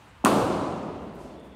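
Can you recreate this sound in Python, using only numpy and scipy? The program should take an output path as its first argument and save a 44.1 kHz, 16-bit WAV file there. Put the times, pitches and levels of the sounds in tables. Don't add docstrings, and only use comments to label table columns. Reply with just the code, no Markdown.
import sys
import numpy as np
from scipy import signal
from scipy.fft import rfft, irfft
from scipy.io import wavfile
from scipy.ndimage import uniform_filter1d

SR = 44100
rng = np.random.default_rng(int(sys.argv[2]) if len(sys.argv) > 2 else 0)


def gain_from_db(level_db):
    decades = np.asarray(level_db, float) / 20
    return 10 ** decades


def to_wav(sig):
    pcm = np.clip(np.atleast_2d(sig), -1, 1) * 32767
    pcm = np.round(pcm).astype(np.int16)
    wavfile.write(sys.argv[1], SR, pcm.T)


N = 68355
BLOW_S, AIR_S = 0.2344, 0.2491


def curve(table, hz):
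    table = np.array(table, float)
    return np.interp(np.log(np.maximum(hz, 1)), np.log(table[:, 0]), table[:, 1])


def level(x, db):
    return x * gain_from_db(db) / np.sqrt(np.mean(x ** 2))


def walk(rate_hz):
    hold = max(int(SR / rate_hz), 2)
    steps = rng.standard_normal(N // 20)[np.arange(N) // max(hold, 21)]
    return 1.19 * uniform_filter1d(uniform_filter1d(steps, hold), hold)


def bands(colour):
    hz = np.arange(N // 2 + 1) * SR / N
    noise = rfft(rng.standard_normal(N)) * gain_from_db(curve(colour, hz))
    noise = noise / np.std(irfft(noise, N))
    for mid_hz in 31.25 * 2 ** (np.arange(28) / 3):
        octaves = np.log2(np.maximum(hz, 1) / mid_hz)
        near = np.clip(1 - np.abs(3 * octaves), 0, 1)
        yield mid_hz, irfft(noise * np.sin(np.pi / 2 * near) ** 2, N)


def ring(modes, age, touch_s):
    age = np.maximum(age, 0)
    tones = 0
    for k, (hz, db, t60_s) in enumerate(modes):
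        tones = tones + (-1) ** k * gain_from_db(db - 60 * age / t60_s) * np.sin(2 * np.pi * hz * age)
    return -tones * (1 - np.exp(-(age / touch_s) ** 2))


# (frequency [Hz], density [dB])
HUM_COLOUR = [(30, -33), (58, 7.5), (100, -5.5), (400, -15), (1300, -15), (2800, -21), (4800, -33.5),
              (16000, -51)]


def hum():
    swell = walk(2.9)
    noise = sum(band * gain_from_db(3.6 * swell + 0.6 * walk(12.8)) for _, band in bands(HUM_COLOUR))
    return level(noise, -51)


# (frequency [Hz], density [dB])
FADING_COLOUR = [(300, -7.5), (550, -14.5), (900, 3.5), (1300, -9.5), (1600, -33), (2800, -15), (5000, -31),
                 (14000, -31)]


def fading(t):
    start_db, t60_s = -56, 1.6
    noise = sum(band * gain_from_db(4.8 * walk(45)) for _, band in bands(FADING_COLOUR))
    return gain_from_db(start_db - 60 * t / t60_s) * noise


def fitting(t):
    centre_hz, width_hz = 3460, 220
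    start_s, rise_s = 1.29, 0.12
    edges = [centre_hz - width_hz / 2, centre_hz + width_hz / 2]
    narrow = signal.butter(2, edges, "band", fs=SR, output="sos")
    tone = signal.sosfilt(narrow, rng.standard_normal(N))
    return level(tone, -67) / (1 + np.exp(-4 * (t - start_s) / rise_s))


# (time [s], rise [s], fall [s], level [dB], brightness [dB per octave])
SCUFFS = [
    (.826, .003, .03, -78, 4),
    (1.03, .02, 0.062, -77, 8),
    (1.152, .012, .02, -69.5, 10),
    (1.214, 0.036, 0.063, -63.5, -2.5),
    (1.31, 0.047, 0.067, -70, -7.5),
    (1.398, 0.0029, .012, -71, 0),
    (1.445, 0.011, 0.056, -71, 5),
]
# (frequency [Hz], density [dB])
SCUFF_COLOUR = [(900, -14), (2000, -3), (4500, 0), (9000, -2), (13000, -5), (16000, -9)]


def scuffs(t):
    out = 0
    for hz, band in bands(SCUFF_COLOUR):
        push = 0
        for time_s, rise_s, fall_s, db, tilt in SCUFFS:
            slope_s = np.where(t < time_s, rise_s, fall_s)
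            swell = np.exp(-((t - time_s) / slope_s) ** 2)
            push = push + gain_from_db(db + tilt * np.log2(hz / 8000)) * swell
        out = out + push * band * gain_from_db(1.2 * walk(59.4))
    return out


# (frequency [Hz], density [dB])
TAIL_COLOUR = [(45, -16), (130, -7), (280, -4), (1250, -11.5), (1850, -27), (2800, -26), (5000, -34),
               (16000, -40)]
# (frequency [Hz], t60 [s])
HALL_T60 = [(60, 2.07), (200, 2.99), (700, 2.6), (1500, 1.88), (3000, 1.89), (5000, 1.56), (9500, 1.13),
            (15500, 0.64)]


def hall(t):
    rise_s, bass_rise_cycles = 0.0035, 6
    early_db, early_t60_s = 0.5, 0.13
    age = np.maximum(t - AIR_S, 0)
    out = 0
    for hz, band in bands(TAIL_COLOUR):
        rise = 1 - np.exp(-age / (rise_s + bass_rise_cycles / hz))
        late = gain_from_db(-60 * age / curve(HALL_T60, hz))
        early = gain_from_db(early_db - 60 * age / early_t60_s)
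        out = out + band * rise * (late + early) * gain_from_db(walk(25.75))
    return gain_from_db(-19) * out


# (frequency [Hz], level [dB], t60 [s])
BOOM_MODES = [(202.5, -29.5, 1.7), (279.4, -21, 1.05), (350, -31, 2), (432.6, -33.5, 1.2),
              (490.5, -39, 1.5), (638, -33.5, 2), (744, -32, 2), (843, -24, 0.61), (1000, -36.5, 2.2),
              (1132, -38.5, 1.7)]


def boom(t):
    out = 0
    for mode in BOOM_MODES:
        wobble_db = 4 * walk(14.2)
        out = out + gain_from_db(wobble_db) * ring([mode], t - AIR_S, touch_s=0.054)
    return out


# (frequency [Hz], level [dB])
SLAB_COLOUR = [(90, -30), (180, -2), (275, 1), (450, -19), (900, -15), (1250, -30), (2000, -64),
               (5000, -120)]


def slab(t):
    lag = 0.231
    hz = np.arange(N // 2 + 1) * SR / N
    cycles_late = hz * BLOW_S + 2 * lag * np.sqrt(hz)
    wave = irfft(gain_from_db(curve(SLAB_COLOUR, hz)) * np.exp(-2j * np.pi * cycles_late), N)
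    wave = wave * np.clip((t - BLOW_S - 0.0045) / 0.003, 0, 1) ** 2
    return wave * gain_from_db(-10.5) / np.max(np.abs(wave))


# (frequency [Hz], level [dB], t60 [s])
IRON_MODES = [(1324, -19.5, 0.036), (2600, -16.5, 0.012), (3170, -15.5, 0.0057), (4030, -21.5, 0.0051),
              (6620, -12, 0.0028), (8680, -9, 0.0027), (10000, -28, 0.0053), (12200, -8.5, 0.0013),
              (15000, -13, .002)]
# (frequency [Hz], level [dB], t60 [s])
THUD_MODES = [(230, -14, .04), (600, -17, .03), (1110, -1, .013)]
# (time after the crack [s], crack level [dB], thud level [dB])
ECHOES = [
    (0, 0, -20),
    (.0016, -12, -26),
    (.0093, -15, 0),
    (.0171, -17, -7),
    (.021, -21, -12),
    (.0255, -21, -13),
    (.029, -21, -12),
]


def clank(t):
    out = 0
    for lag_s, crack_db, thud_db in ECHOES:
        age = t - AIR_S - lag_s
        out = out + gain_from_db(crack_db) * ring(IRON_MODES, age, touch_s=0.00015)
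        out = out + gain_from_db(thud_db) * ring(THUD_MODES, age, touch_s=0.0003)
    return out


def scene():
    t = np.arange(N) / SR
    quiet = hum() + fading(t) + fitting(t) + scuffs(t)
    return (quiet + hall(t) + boom(t) + slab(t) + clank(t))[None]


# (frequency [Hz], level [dB])
MIC_RESPONSE = [(20, -30), (45, -3.5), (70, -0.5),
                (3300, -1), (4400, 1.5), (5400, 0), (9600, 4), (10400, -2), (11300, -1), (15600, -4),
           (16000, -26)]


def microphone(sound):
    hz = np.linspace(0, SR / 2, 2049)
    cepstrum = irfft(curve(MIC_RESPONSE, hz) * np.log(10) / 20)
    cepstrum[1:2048] *= 2
    cepstrum[2049:] = 0
    response = irfft(np.exp(rfft(cepstrum)))
    return signal.fftconvolve(sound, response[None])[:, :N]


def top_cut(x):
    return signal.sosfilt(signal.butter(12, 16530, fs=SR, output="sos"), x)


def record(dry):
    hiss = gain_from_db(-79) * rng.standard_normal(N)
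    mix = microphone(dry + hiss)
    return top_cut(mix)


dry = scene()
out = record(dry)
to_wav(out)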